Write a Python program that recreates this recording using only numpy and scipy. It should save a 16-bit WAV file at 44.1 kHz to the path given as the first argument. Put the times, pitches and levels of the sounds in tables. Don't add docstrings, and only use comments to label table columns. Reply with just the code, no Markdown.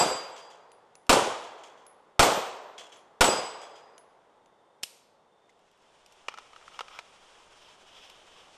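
import sys
import numpy as np
from scipy import signal
from scipy.fft import rfft, irfft, next_fast_len
from scipy.io import wavfile
from scipy.ndimage import map_coordinates

SR = 44100
rng = np.random.default_rng(int(sys.argv[2]) if len(sys.argv) > 2 else 0)


def store_pcm(level_fs):
    pcm = np.round(np.clip(level_fs, -1, 1) * 32767).astype(np.int16)
    wavfile.write(sys.argv[1], SR, np.atleast_2d(pcm).T)


N = 377937
T = np.arange(2 * SR) / SR

# f/Hz, level/dB
BREEZE_COLOUR = [(15, -52.5), (25, -12), (42, -26.5), (173, -10), (286, -10.5), (425, -2.5), (684, -4),
                 (892, -3), (1680, -17), (2030, -17), (2380, -24.5), (3630, -20.5), (3930, -28.5),
                 (9170, -34), (14000, -55)]
# t/s, level/dB
BREEZE_RIDE = [(4.2, -64), (5.73, -67.5), (6.4, -64.5), (8.57, -62.5)]
# f/Hz, level/dB
INSECT_COLOUR = [(3300, -50), (3520, -5), (3590, 0.5), (3660, -6), (3850, -50.5)]
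# middle t/s, level/dB, half length/s
TRILLS = [(4.6, -84, .15), (5.42, -79, .11), (6.05, -81, .15)]

# t/s, level/dB
JACKET_RIDE = [(5.3, -74.5), (5.83, -69), (6.24, -64), (6.86, -59), (7.06, -61.5), (7.28, -61), (7.44, -61),
               (8.16, -61), (8.57, -59.5)]
# t/s, gain
MOVEMENT = [(5.1, 0.02), (5.9, 1)]
# f/Hz, level/dB
CLOTH_COLOUR = [(250, -29.5), (600, -2.5), (1100, 0), (2000, -6.5), (3200, -1.5), (4300, -11.5), (5300, -9),
                (7500, -13), (9400, -18), (11500, -29), (14000, -59)]
# f/Hz, level/dB
RUMBLE_COLOUR = [(15, 1.5), (40, -3.5), (90, -8), (200, -18), (500, -50)]
# f/Hz, level/dB
SWISH_COLOUR = [(800, -18), (2000, -13), (2700, -4), (3150, 0.5), (3700, -5.5), (4300, -16.5), (5300, -9),
                (8000, -29), (13000, -35)]
# middle t/s, level/dB, half length/s
SWISHES = [(7.66, -60, 0.06), (8.03, -56.5, 0.12), (8.39, -60, .07)]

# f/Hz, width/Hz, level/dB
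HOLSTER_MODES = [(510, 220, -14), (883, 256, -4), (1303, 160, 3), (2360, 230, -6.5), (2870, 180, -8),
                 (3170, 320, -12.5), (5370, 720, -22)]
# middle t/s, level/dB, half length/s
SCRAPES = [(6.32, -54, 0.0081), (6.755, -52, 0.024), (6.95, -48.5, 0.027)]
# t/s, level/dB
KNOCKS = [(6.2835, -19.5), (6.34, -33.5), (6.375, -36), (6.385, -29), (6.532, -42.5), (6.561, -39),
          (6.679, -39), (6.791, -24.5), (6.8071, -24), (6.882, -36.5), (6.989, -24.5)]
# f/Hz, level/dB
EDGE_COLOUR = [(250, -27), (700, -4), (1800, 1), (3000, 1.5), (4300, -3), (5800, -4.5), (8000, -13),
               (10500, -24), (12000, -36), (14000, -58)]

# f/Hz, level/dB
STEEL_COLOUR = [(60, -20.5), (200, -6), (1500, -6), (2100, -3.5), (2800, 13.5), (4100, 2), (5300, 10.5),
                (6500, -1.5), (7400, 6.5), (10000, -11.5), (11400, -1), (13500, -54.5)]
# f/Hz, level/dB
SPRING_COLOUR = [(7000, -42), (8850, 0), (9500, -9.5), (10400, -22), (11400, 0), (12000, -8.5),
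                 (13000, -40.5)]
# f/Hz, level/dB
CLICK_TAIL_COLOUR = [(300, -20), (1500, -10), (2400, -.5), (5500, 1), (9000, -1.5), (11500, -13),
                     (13500, -36.5)]
# t/s, level/dB
CLICKS = [(1.067, -54), (6.062, -51), (6.123, -52.5), (8.099, -47)]
# f/Hz, level/dB
GRIP_COLOUR = [(900, -25), (1600, -10), (2000, 3), (2500, -10), (4500, -16), (7000, -10), (10000, -25),
               (13000, -45)]

# t/s, tick level/dB, ring level/dB, ring f/Hz
CASES = [(.718, -51.5, -62.5, 10400), (.954, -46.5, -59.5, 10380), (1.866, -50, -51.5, 10750),
         (2.969, -56.5, -66, 10700), (3.98, -43.5, -57.5, 10700), (4.46, -58.5, -82, 10900)]
# t/s, level/dB
FALLS = [(.362, -49.5), (1.441, -54.5), (1.635, -55.5), (2.78, -45.5), (3.615, -52)]
# f/Hz, level/dB
CLATTER_COLOUR = [(500, -23), (1500, -6.5), (2800, -1.5), (4200, -9), (7000, -5), (10000, -21.5),
                  (12000, -27.5), (14000, -49)]
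# f/Hz, level/dB
CLANK_COLOUR = [(2600, -49), (3150, -3), (3370, -5), (3600, -17), (4200, -46)]
# f/Hz, level/dB
RACK_MODES = [(2880, -7.5), (3385, 0), (6300, -13)]

# f/Hz, level/dB, t60/s
LONG_RING = [(4803, .5, .9), (7684, 2.5, .65), (11530, -19, .58)]
# f/Hz, level/dB, t60/s
HIGH_RING = [(7025, 0, .35), (11000, -9, .8)]
# f/Hz, level/dB, t60/s
SHORT_RING = [(4204, 0, .48), (8027, -6, .72), (11890, -5, .72)]
PLATES = [(LONG_RING, 1), (HIGH_RING, 1), (SHORT_RING, 1), (LONG_RING, 1.0256)]
HIT_LEVELS = [-27, -39.5, -38.5, -30]

# f/Hz, level/dB
WOODS_COLOUR = [(25, -34.5), (80, -16.5), (140, -17.5), (260, -13.5), (520, -0.5), (900, -1.5),
                (1300, -6.5), (1800, -14.5), (3200, -12.5), (4300, -18), (7800, -16.5), (10000, -22.5),
                (13500, -35), (15000, -54)]
# f/Hz, t60/s
WOODS_T60 = [(60, 0.15), (170, 0.67), (400, .7), (900, 0.76), (2000, 0.78), (4000, 0.76), (8000, 0.58),
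             (13000, 0.39)]
# f/Hz, level/dB
ROLL_COLOUR = [(60, -44.5), (200, -23), (450, 0), (1000, 1), (1800, -12.5), (3500, -21.5), (7000, -31.5),
               (12000, -51)]
# delay t/s, level/dB
SLAPBACKS = [(0.039, 0), (.064, -3), (.073, 6), (.09, 2), (.123, 1), (.175, -2)]
# f/Hz, level/dB
SLAP_COLOUR = [(30, -22.5), (90, -11.5), (150, -3), (200, -2), (330, -1), (520, 7.5), (900, 0),
               (1400, -4.5), (3000, -15), (8000, -30.5)]
# f/Hz, level/dB
BLAST_COLOUR = [(88, -32.5), (150, -5.5), (1410, -2.5), (1770, -11.5), (2360, -8.5), (4100, -12.5),
                (5360, -12), (6620, -20.5), (7420, -12.5), (11500, -27.5), (14500, -31.5)]
# t/s, blast level/dB, low push level/dB, down-range level/dB
SHOTS = [(-.066, -11.5, -15, -15.2), (1.094, -11.5, -17, -14), (2.1936, -11.5, -11.5, -13.5),
         (3.2085, -12, -14, -15.5)]
IMPACT_DELAY_S = .0335


def amp(db):
    return 10 ** (np.asarray(db) / 20)


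def unit(x):
    return x / np.sqrt(np.mean(x ** 2) + 1e-20)


def along(points, hz):
    f, v = np.transpose(points)
    return np.interp(np.log(hz + 1), np.log(f + 1), v)


def ride(rows):
    return np.interp(np.arange(N) / SR, *np.transpose(rows))


def fade(t60):
    return np.exp(-np.log(1000) * T / t60)


def attack(rise_s):
    return 1 - np.exp(-T / rise_s)


def wobble(rate, size=len(T)):
    return map_coordinates(rng.standard_normal(400), [np.arange(size) * rate / SR], mode="mirror")


def filtered(x, response):
    m = next_fast_len(x.shape[-1] + 8192)
    return irfft(rfft(x, m) * response(np.fft.rfftfreq(m, 1 / SR)), m)[..., :x.shape[-1]]


def noise(colour, size=len(T)):
    return unit(filtered(rng.standard_normal(size), lambda hz: amp(along(colour, hz))))


def add(track, s, sound):
    start = round(s * SR)
    part = sound[max(-start, 0):N - start]
    track[max(start, 0):][:len(part)] += part


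def strokes(rows):
    t = np.arange(N) / SR
    return sum(amp(db) * np.exp(-((t - s) / half) ** 2 / 2) for s, db, half in rows)


def scattered(span_s, db, count):
    start, end = span_s
    chance = rng.random((count, 2))
    times = start + (end - start) * (np.arange(count) + chance[:, 0]) / count
    return list(zip(times, db + 6 * (chance[:, 1] - .5)))


def die_away(x):
    hz, t, spectrum = signal.stft(x, SR, nperseg=256)
    decay = np.exp(-np.log(1000) * t / along(WOODS_T60, hz)[:, None])
    return signal.istft(spectrum * decay, SR, nperseg=256)[1][:len(x)]


def outdoors(x, wet_db):
    tail = die_away(rng.standard_normal(len(T)))
    return x + amp(wet_db) * signal.fftconvolve(x, tail / np.linalg.norm(tail))[:N]


def breeze():
    trim_db = 1.45
    return amp(ride(BREEZE_RIDE) + trim_db + .35 * wobble(5, N)) * noise(BREEZE_COLOUR, N)


def insect():
    return strokes(TRILLS) * noise(INSECT_COLOUR, N)


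def jacket():
    rubbing = ride(MOVEMENT) * amp(ride(JACKET_RIDE))
    cloth = rubbing * amp(1.17) * noise(CLOTH_COLOUR, N)
    sleeve = strokes(SWISHES) * noise(SWISH_COLOUR, N)
    rumble = rubbing * amp(-14) * noise(RUMBLE_COLOUR, N)
    catches = amp(1.3 * wobble(40, N))
    return (cloth + sleeve) * catches + rumble


def holster_shell(hz):
    return sum((-1) ** k * amp(db) * 1j * hz * width / (centre ** 2 - hz ** 2 + 1j * hz * width)
               for k, (centre, width, db) in enumerate(HOLSTER_MODES))


def holster():
    slips = rng.standard_normal(N) * amp(5.7 * wobble(300, N))
    grit = unit(filtered(slips, holster_shell))
    out = strokes(SCRAPES) * (.81 * grit + .48 * noise(SWISH_COLOUR, N))
    rattles = scattered(span_s=(6.5, 7), db=-44.5, count=4)
    for s, db in KNOCKS + rattles:
        knock = filtered(rng.standard_normal(len(T)) * fade(.018), holster_shell)
        tick = amp(-13.5) * noise(EDGE_COLOUR) * fade(.04)
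        add(out, s, amp(db) * (knock / np.abs(knock).max() + tick))
    return outdoors(out, wet_db=-18)


def pistol_action():
    out = np.zeros(N)
    home_s, home_db = 4.8332, -22
    slide = [(home_s - .0042, home_db - 22), (home_s, home_db), (home_s + .0036, home_db - 5.5)]
    grip_shifts = scattered(span_s=(5.5, 5.9), db=-66.5, count=5)
    jolt = amp(-31.5) * fade(.026) * attack(.0005)
    for s, db in slide + CLICKS + grip_shifts:
        contact = noise(STEEL_COLOUR) * (fade(.015) + amp(-19.5) * fade(.08))
        spring = noise(SPRING_COLOUR) * (amp(-16) * fade(.04) + amp(-37) * fade(.5))
        tail = amp(-30) * die_away(noise(CLICK_TAIL_COLOUR))
        add(out, s, amp(db) * (contact + jolt + spring + tail))
    add(out, 5.493, amp(-59) * noise(GRIP_COLOUR) * fade(.04))
    return out


def brass_cases():
    out = np.zeros(N)
    split_hz = 60
    for s, tick_db, ring_db, hz in CASES:
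        tick = amp(tick_db) * noise(CLATTER_COLOUR) * fade(.012)
        ring = np.sin(2 * np.pi * hz * T) + .4 * np.sin(2 * np.pi * (hz + split_hz) * T)
        add(out, s, tick + amp(ring_db) * ring * fade(.19))
    return outdoors(out, wet_db=-14.5)


def plate_falls():
    out = np.zeros(N)
    rebound_s, loss_db = .14, 9
    rebounds = [(s + rebound_s, db - loss_db) for s, db in FALLS]
    for s, db in FALLS + rebounds:
        clatter = amp(2.2 * wobble(180)) * noise(CLATTER_COLOUR)
        clank = amp(-3) * noise(CLANK_COLOUR)
        ring = sum(amp(level) * wobble(90) * np.sin(2 * np.pi * hz * T) for hz, level in RACK_MODES)
        add(out, s, amp(db) * ((clatter + clank) * fade(.37) + amp(-5) * unit(ring) * fade(.38)))
    return out


def plate_rings():
    out = np.zeros(N)
    tilt_hz = 5.5
    for (s, *_), (modes, pitch), hit_db in zip(SHOTS, PLATES, HIT_LEVELS):
        for hz, db, t60 in modes:
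            tilt = np.cos(2 * np.pi * tilt_hz * T + 1.4 * wobble(8))
            scatter = wobble(30) + 1j * wobble(27)
            waver = .9 * tilt + .5j + .42 * scatter
            tone = np.real(waver * np.exp(2j * np.pi * hz * pitch * T))
            add(out, s + IMPACT_DELAY_S, amp(hit_db + db) * tone * fade(t60) * attack(.002))
    return out


def range_echo():
    scatter = amp(-2.5) * die_away(noise(WOODS_COLOUR)) * attack(.011)
    roll = amp(-19.5) * noise(ROLL_COLOUR) * fade(1.86) * attack(.13)
    out = scatter + roll
    blur = fade(.046) * attack(.0073)
    soft_ground = [(.014, -.1, 300)]
    bank_and_fence = [(s, db, 1250) for s, db in SLAPBACKS]
    trunks = [(s, db, 450) for s, db in scattered(span_s=(.14, .23), db=-17.5, count=3)]
    for delay, db, cutoff_hz in soft_ground + bank_and_fence + trunks:
        slap = unit(filtered(noise(SLAP_COLOUR), lambda hz: 1 / np.sqrt(1 + (hz / cutoff_hz) ** 6)))
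        out += amp(db) * np.interp(T - delay, T, slap * blur, left=0)
    return out


def shots():
    out = np.zeros(N)
    shared_echo = range_echo()
    push_s, burst_s = .009, .012
    push = -(1 - T / push_s) * np.exp(-T / push_s) * attack(.00089)
    burst = fade(.96) / np.sqrt(1 + (T / burst_s) ** 4)
    for s, blast_db, push_db, range_db in SHOTS:
        add(out, s, amp(blast_db) * noise(BLAST_COLOUR) * burst + amp(push_db) * push)
        add(out, s, amp(range_db) * (.5 * shared_echo + .89 * range_echo()))
        impact = amp(range_db - 1.6) * noise(BLAST_COLOUR) * fade(.093)
        add(out, s + IMPACT_DELAY_S, impact)
    return out


def scene():
    shooting = shots() + plate_rings() + plate_falls() + brass_cases()
    foley = pistol_action() + holster() + jacket()
    mono = shooting + foley + breeze() + insect()
    lag_s = 2.4e-6
    return filtered(mono, lambda hz: np.exp(1j * np.pi * hz * lag_s * np.array([[1], [-1]])))


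def record(dry):
    ceiling, hardness, cutoff_hz = .58, 4, 14300
    rounded = dry / (1 + np.abs(dry / ceiling) ** hardness) ** (1 / hardness)
    return filtered(rounded, lambda hz: 1 / np.sqrt(1 + (hz / cutoff_hz) ** 120))


dry = scene()
out = record(dry)
store_pcm(out)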